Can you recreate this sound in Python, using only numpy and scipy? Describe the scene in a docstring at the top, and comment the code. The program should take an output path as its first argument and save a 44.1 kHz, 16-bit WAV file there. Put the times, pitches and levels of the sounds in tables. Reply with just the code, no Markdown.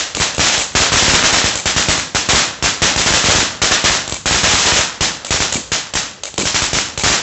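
"""Stars from a cone fountain firework burst one after another over a paved lane at night, a few metres away.
Most bursts are a crack (a sharp front and a few milliseconds of noise), a low push of air, then a swarm of
tiny random pops that melts into echoes. Small charges crack at the mouth of the cone, larger fragments snap,
and extra single fronts slap or knock, a few low ones with a hollow drone. Under it hisses a steady jet of
sparks, made of filtered noise. The microphone cuts the bass; the recorder squashes peaks and ends the treble."""
import sys
import numpy as np
from scipy import signal
from scipy.fft import rfft, irfft, next_fast_len
from scipy.io import wavfile
from scipy.ndimage import uniform_filter1d, map_coordinates

SR = 44100
rng = np.random.default_rng(int(sys.argv[2]) if len(sys.argv) > 2 else 0)


def generate_wav(signal):
    """Clip the signal to [-1, 1] and save it as 16-bit WAV at the path in sys.argv[1]."""
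    frames = np.transpose(np.atleast_2d(signal))
    scaled = np.clip(frames, -1, 1) * 32767
    pcm = np.round(scaled).astype(np.int16)
    wavfile.write(sys.argv[1], SR, pcm)


def gain_from_decibels(decibels):
    """Convert decibel values to linear amplitude factors."""
    exponent = np.asarray(decibels, float) / 20
    return 10 ** exponent


N = 318397  # samples, about 7.2 s
LEAD = SR // 10  # samples played before the start, so that earlier sounds can ring into it


def unit(x):
    """Scale a sound to rms 1."""
    return x / np.sqrt(np.mean(x ** 2) + 1e-20)


def along(points, hz):
    """Read a curve of (f/Hz, value) points on a log frequency axis."""
    f, value = np.transpose(points)
    return np.interp(np.log(hz + 1), np.log(f + 1), value)


def filtered(x, response):
    """Multiply the spectrum of a sound by a response, which may be complex."""
    m = next_fast_len(len(x) + SR // 4)
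    spectrum = rfft(x, m) * response(np.fft.rfftfreq(m, 1 / SR))
    return irfft(spectrum, m)[:len(x)]


def laid(times, shapes):
    """Lay one short waveform down at each moment, in seconds."""
    starts = np.round(times * SR).astype(int)[:, None] + LEAD
    index = starts + np.arange(shapes.shape[1])
    return np.bincount(index.ravel(), shapes.ravel(), N + 2 * LEAD)[:N + LEAD]


def shock(t, hz):
    """A pressure front that swings up, then down, strongest near hz; peak 1."""
    u = 2 * np.pi * hz * t
    return -u * np.exp((1 - u * u) / 2)


def ring(f, hz, width_hz):
    """The response of one resonance, gain 1 at its centre."""
    return 1j * f * width_hz / (hz * hz - f * f + 1j * f * width_hz)


def high_pass(hz, corner_hz, damping):
    """A second-order bass cut that overshoots when lightly damped."""
    s = 1j * hz / corner_hz
    return s * s / (s * s + damping * s + 1)


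def pops(per_second, spread_db, smooth):
    """Random tiny pops of uneven size on a bed of fused ones, rms about 1."""
    fires = rng.random(N + LEAD) < per_second / SR
    size = gain_from_decibels(spread_db * rng.exponential(size=N + LEAD)) * rng.standard_normal(N + LEAD)
    smooth = np.clip(smooth, 0, 1)
    bed = np.sqrt(smooth) * rng.standard_normal(N + LEAD)
    return bed + np.sqrt(1 - smooth) * unit(fires * size)


FULL_BANG_DB, FULL_SWARM_DB = -10, -9  # a full star
STAR_CRACK_DB, CRACK_FOLLOWS = -5, 0.87  # crack of a full star; dB of crack for each dB of bang
THIN_TILT = 0.23  # a thinner swarm is brighter: dB per octave for each dB below a full one
CHARGE_SWARM_DB, CHARGE_TILT = -17, 3  # a charge's swarm over its crack; its tilt in dB per octave
# Star bursts, and fresh swells of a swarm with hardly any bang: t/s, bang level/dB, swarm level/dB
STARS = [(-0.03, -24, -12.5), (0.2, -9, -9), (0.394, -7.5, -7.5), (0.43, -19, -12.5), (0.465, -39, -10.5),
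         (0.519, -31.5, -11), (0.7512, -7, -6), (0.8023, -7.5, -6.5), (0.9196, -13, -7.5),
         (0.9396, -9.5, -29), (0.9658, -11.5, -6), (1.0235, -8.5, -7), (1.0807, -5.5, -6.5),
         (1.1145, -15, -18.5), (1.1358, -5.5, -4.5), (1.2368, -11.5, -5.5), (1.326, -11.5, -7),
         (1.3703, -14.5, -11.5), (1.4417, -7.5, -9.5), (1.657, -11, -9.5), (1.7629, -7.5, -8),
         (1.7957, -18, -22), (1.8847, -4.5, -7), (1.978, -17.5, -22), (2.1477, -9.5, -10.5),
         (2.288, -8, -5.5), (2.3326, -6, -31), (2.347, -14, -6.5), (2.3764, -25, -12.5),
         (2.625, -11.5, -14), (2.6405, -9.5, -9.5), (2.819, -7, -4.5), (2.8459, -12.5, -13),
         (2.9609, -10, -25), (2.9769, -16, -8.5), (2.9959, -14.5, -28), (3.061, -11.5, -7.5),
         (3.1045, -9, -22), (3.1374, -9, -7), (3.1744, -23, -18), (3.2409, -11, -8.5), (3.2851, -6, -6),
         (3.296, -15, -14.5), (3.3491, -7, -8.5), (3.384, -10.5, -10.5), (3.617, -12, -6.5),
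         (3.6366, -12.5, -26), (3.7111, -13, -6.5), (3.8408, -7.5, -5), (3.8978, -11.5, -29),
         (3.916, -23, -11.5), (4.2576, -12.5, -9.5), (4.3091, -6.5, -9.5), (4.344, -12, -11),
         (4.3595, -16, -23), (4.4329, -8.5, -5.5), (4.4798, -13.5, -10.5), (4.5116, -19.5, -7.5),
         (4.5351, -7.5, -14), (4.584, -19, -11.5), (4.617, -35, -14), (4.6568, -11.5, -5.5),
         (4.7215, -9.5, -13), (4.76, -20, -7.5), (4.7905, -13.5, -37.5), (5.0076, -7.5, -8.5),
         (5.3064, -8.5, -11.5), (5.3418, -13.5, -18.5), (5.4032, -10, -11.5), (5.718, -15.5, -11.5),
         (5.9534, -13, -12.5), (6.4539, -13.5, -13), (6.5443, -15, -9.5), (6.62, -10.5, -14.5),
         (6.7311, -8, -11.5), (6.7679, -15, -14.5), (7.0355, -10.5, -9.5), (7.0625, -8.5, -9.5),
         (7.1, -12, -25.5), (7.117, -16.5, -10)]
# Small charges at the mouth of the cone: t/s, crack level/dB, air push level/dB
CHARGES = [(0.1487, -8, -20), (0.3469, -18, -46), (0.3809, -7.5, -11.5), (0.5777, -2.5, -15.5),
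           (1.555, -9, -18.5), (4.0772, -16.5, -27.5), (4.0957, -19, -29), (4.1233, -12, -16),
           (5.2472, -14.5, -34.5), (5.5244, -4.5, -22), (5.937, -10.5, -25), (6.2348, -14, -44),
           (6.341, -25.5, -30.5), (6.379, -3.5, -31), (6.9757, -7, -15)]


def bursts():
    """Every burst as t/s, crack, push and swarm levels/dB, swarm tilt in dB per octave, 1 if at the mouth."""
    rows = []
    for s, bang_db, swarm_db in STARS:
        crack_db = STAR_CRACK_DB + CRACK_FOLLOWS * (bang_db - FULL_BANG_DB)
        tilt = THIN_TILT * (FULL_SWARM_DB - swarm_db)
        rows.append((s, crack_db, bang_db, swarm_db, tilt, 0))
    for s, crack_db, push_db in CHARGES:
        rows.append((s, crack_db, push_db, crack_db + CHARGE_SWARM_DB, CHARGE_TILT, 1))
    return np.array(rows)


def at_bursts(shapes):
    """Lay down one short waveform for each burst."""
    return laid(bursts()[:, 0], shapes)


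STAR_BOUNCE_MS, CHARGE_BOUNCE_MS = 1.05, 0.28  # delay of the bounce off the paving
HEIGHT_SCATTER = 0.25  # spread of the stars' heights, as a log ratio of the bounce delay
# The facing wall's slap, free of the paving's bounce: delay, level over the crack, usual pitch
SLAP_S, STAR_SLAP_DB, CHARGE_SLAP_DB, SLAP_HZ = 0.0199, 7, -3, 1600
CHARGE_LANE_DB = 2  # a charge fills the lane more than a star does
# Colour of the tearing in a crack: f/Hz, relative level/dB
CRACK = [(100, -11.5), (300, -6.5), (1000, 2), (3500, 0), (5500, 6.5), (7200, 6), (9000, 13)]


def cracks(front_db=5, length=0.0041, bounce_db=-1, knock_db=6, fence_db=3, lane_db=12):
    """A shock front and a few milliseconds of tearing, heard directly and again off the paving and walls."""
    t = np.arange(SR // 100) / SR
    db, low = bursts()[:, [1]], bursts()[:, [5]]  # low: at the mouth of the cone
    height = rng.standard_normal((len(db), 1)) * (1 - low)
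    bounce_ms = np.where(low, CHARGE_BOUNCE_MS, STAR_BOUNCE_MS) * np.exp(HEIGHT_SCATTER * height)
    hz = np.fft.rfftfreq(len(t), 1 / SR)
    bounce = 1 + gain_from_decibels(bounce_db) * np.exp(-2j * np.pi * hz * bounce_ms / 1000)

    def heard(shape):
        return at_bursts(gain_from_decibels(db) * irfft(rfft(shape) * bounce, len(t)))

    def crack_colour(f):
        return gain_from_decibels(along(CRACK, f))

    # charges have a shorter front than stars
    fronts = heard(gain_from_decibels(front_db) * shock(t - .0005, hz=1750 + 900 * low))
    fronts = filtered(fronts, lambda f: off_walls(f, column=1))

    # charges tear a little more than stars
    noise = rng.standard_normal((len(db), len(t)))
    fade = (t > .0004) * np.exp(-(t / length) ** 2)
    tearing = filtered(heard(gain_from_decibels(1.2 * (low - 1.5)) * noise * fade), crack_colour)
    tearing = filtered(tearing, lambda f: off_walls(f, column=2))

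    clicks = filtered(heard(gain_from_decibels(CHARGE_LANE_DB * low) * (np.arange(len(t)) == 20)), crack_colour)
    echoes = gain_from_decibels(lane_db) * lane(clicks, t60=0.42, gap=0.022)

    # a slatted fence at the height of the cone sends back a late whistle-like ring
    def fence(f):
        slats = sum(np.exp(-2j * np.pi * f * s) for s in (.0336, .0379, .0422))
        return gain_from_decibels(fence_db) * slats * ring(f, hz=2290, width_hz=130)

    # charges also knock the cardboard of the cone
    def cone(f):
        return gain_from_decibels(knock_db) * ring(f, hz=550, width_hz=130) * off_walls(f, column=2)

    at_mouth = filtered(at_bursts(gain_from_decibels(db + 22.5) * low), lambda f: fence(f) + cone(f))

    slap_db = db + np.where(low, CHARGE_SLAP_DB, STAR_SLAP_DB)
    slap_hz = SLAP_HZ * np.exp(.4 * HEIGHT_SCATTER * height)
    slap = laid(bursts()[:, 0] + SLAP_S, gain_from_decibels(slap_db) * shock(t - .0005, slap_hz))
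    return fronts + tearing + slap + at_mouth + echoes


def pushes(width=0.0015, gain_db=3):
    """Each burst shoves the air once, with a sharp tip; the microphone's bass cut makes it a falling thud."""
    t = np.arange(SR // 50) / SR

    def bump(u):
        return u * np.exp(1 - u)

    tip = 1.9 * bump(np.clip(t - .0004, 0, None) / .0003)
    blows = at_bursts(-gain_from_decibels(bursts()[:, [2]] + gain_db) * (bump(t / width) + tip))
    return filtered(blows, lambda f: high_pass(f, corner_hz=68.5, damping=2.03) * off_walls(f, column=3))


# Swarm of pops and the lane's answer, band by band: f/Hz, level/dB over its drive, time to fall 60 dB t/s
SWARM = [(59.7, -32.5, 0.71), (148, -22.5, 0.79), (400, -15.5, 0.44), (1130, -13.5, 0.66), (2240, -7, 0.46),
         (4670, -5, 0.45), (7900, 2.5, 0.39)]


def swarm(rise=0.01):
    """Fragments of every burst pop in a swelling cloud; each band dies away at its own speed."""
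    push_db, swarm_db, tilt = bursts().T[2:5, :, None]
    centres = np.array(SWARM)[:, 0]
    grains = pops(per_second=2500, spread_db=2.5, smooth=0.68)
    t = np.arange(SR) / SR
    out = 0
    for k, (hz, db, t60) in enumerate(SWARM):
        # the two bass bands are the lane's answer to the air push, the others follow the swarm
        drive_db = push_db if k < 2 else swarm_db + tilt * np.log2(max(hz, 1400) / 3000)
        cloud = at_bursts(gain_from_decibels(drive_db) ** 2)
        decay = gain_from_decibels(-60 * t / t60) ** 2 * (1 - np.exp(-t / rise))
        power = signal.fftconvolve(cloud, decay)[:N + LEAD]
        # neighbouring bands overlap so that their powers add up evenly
        share = list(zip(centres, np.arange(len(SWARM)) == k))
        band = unit(filtered(grains, lambda f: np.sqrt(along(share, f))))
        out = out + gain_from_decibels(db) * np.sqrt(np.abs(power)) * band
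    return out


# Larger fragments in a swarm: pitch f/Hz, level/dB over the burst's swarm level
FRAGMENTS = [(900, -20), (1600, -10.5), (3000, -12)]


def larger_fragments(t60=0.34):
    """Mostly early in each swarm a few big fragments snap out of the crowd, each as a small front."""
    t = np.arange(SR // 2) / SR
    cloud = at_bursts(gain_from_decibels(bursts()[:, [3]]) ** 2)
    decay = gain_from_decibels(-60 * t / t60) ** 2 * (1 - np.exp(-t / 0.0031))
    power = signal.fftconvolve(cloud, decay)[:N + LEAD]
    out = 0
    for hz, db in FRAGMENTS:
        front = shock(t[:64] - .0006, hz)
        snaps = np.sqrt(np.abs(power)) * pops(per_second=90, spread_db=1.5, smooth=0)
        out = out + gain_from_decibels(db) * signal.fftconvolve(snaps, front / np.linalg.norm(front))[:N + LEAD]
    return out


# Extra single fronts, low to bright: some are wall slaps of bursts or a burst's onset, some are dull knocks:
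# t/s, level/dB, pitch f/Hz, drone level/dB over the front
EXTRA_FRONTS = [(.1724, -10, 500, -15), (0.4988, -3, 1454, -35), (1.2273, 7, 2100, -43),
                (1.469, -27, 300, -6), (3.322, -8.5, 550, -37), (3.43, -10, 300, -45),
                (3.7413, -7, 1940, -44), (4.6518, -9, 700, -37), (5.556, -11.5, 603, -9.5),
                (5.557, -12, 170, -30), (6.3847, -6.5, 350, -13), (6.4128, -12, 300, -11),
                (6.4339, -14, 247, -17)]


def extra_fronts(t60=0.34):
    """Each is one front; a few low ones leave a hollow drone of noise between the walls."""
    s, db, hz, drone_db = np.transpose(EXTRA_FRONTS)[..., None]
    t = np.arange(SR // 10) / SR

    def hollow(f):
        return ring(f, hz=245, width_hz=90) - gain_from_decibels(-18) * ring(f, hz=600, width_hz=300)

    hum = unit(filtered(rng.standard_normal(N + LEAD), hollow))
    fade = np.cos(5 * np.pi * t) ** 2  # reaches zero after 0.1 s
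    drone = np.sqrt(laid(s[:, 0], gain_from_decibels(db + drone_db - 60 * t / t60) ** 2 * fade))
    fronts = laid(s[:, 0] - .002, gain_from_decibels(db) * shock(t - .002, hz))
    return fronts + drone * hum


# Colour of the spark jet and night air: f/Hz, relative level/dB per Hz
JET = [(24, -29), (40, 2.5), (350, -9), (519, -2), (786, -26), (1120, -14), (7500, -19), (9750, -48.5),
       (16500, -120)]


def jet(level_db=-43):
    """The steady spray of sparks: dense filtered noise, its level wavering a little."""
    knots = rng.standard_normal(N * 8 // SR + 8)
    waver = map_coordinates(knots, [np.arange(N + LEAD) * 8 / SR])  # 8 knots a second
    sparks = pops(per_second=1400, spread_db=-2.5, smooth=0.99)
    hiss = unit(filtered(sparks, lambda f: gain_from_decibels(along(JET, f))))
    return gain_from_decibels(level_db + 1.5 * waver) * hiss


# Nearby walls: delay t/s, then level/dB over the direct sound for shock front, tearing and air push
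WALLS = [(0.0125, -17, -13, -16), (0.0192, -18.5, -5, -16), (0.03, -31, -13.5, -27),
         (0.037, -22.5, -22, -21), (0.043, -17.5, -10, -19.5), (0.048, -21, -16, -24.5)]


def off_walls(hz, column):
    """The direct sound plus one delayed copy from each wall, at the levels in one column."""
    return 1 + sum(gain_from_decibels(wall[column]) * np.exp(-2j * np.pi * hz * wall[0]) for wall in WALLS)


def lane(x, t60, gap):
    """Scattered echoes of the lane: noise that swells after a short hush, then dies away."""
    t = np.arange(SR // 2) / SR
    tail = rng.standard_normal(len(t)) * gain_from_decibels(-60 * t / t60) * (1 - np.exp(-(t / gap) ** 2))
    return signal.fftconvolve(x, tail / np.linalg.norm(tail))[:len(x)]


def scene():
    """Add up all sources; one microphone feeds both channels."""
    mono = cracks() + pushes() + swarm() + larger_fragments() + extra_fronts() + jet()
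    mono = mono[LEAD:]
    return np.array([mono, mono])


def low_pass(x):
    """Removes everything above the highest recorded frequency."""
    return signal.sosfilt(signal.butter(12, 8970, fs=SR, output="sos"), x)


# The recorder's upper band edge: f/Hz, level/dB
EDGE = [(7400, -0.5), (7800, -5.5), (8200, -20), (8600, -43), (9200, -79.5), (11000, -85)]


def record(dry):
    """The microphone cuts the deep bass steeply, peaks are squashed softly, and the treble ends."""
    def bass_cut(f):
        return high_pass(f, corner_hz=52.4, damping=0.6) * high_pass(f, corner_hz=44.8, damping=2.1)

    mono = filtered(dry[0], bass_cut)
    # a strong bass swing drives the capsule towards its limit and squeezes the hiss that rides on it
    bass = filtered(mono, lambda f: 1 / (1 + (f / 700) ** 4))
    swing = uniform_filter1d(np.abs(uniform_filter1d(bass, size=90)), size=130)
    mono = bass + (mono - bass) * gain_from_decibels(-22 * swing)
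    mono = mono / (1 + np.abs(mono / .84) ** 5) ** (1 / 5)  # soft limit at 0.84
    mono = filtered(mono, lambda f: gain_from_decibels(along(EDGE, f)))
    return low_pass(np.array([mono, mono]))


dry = scene()
out = record(dry)
generate_wav(out)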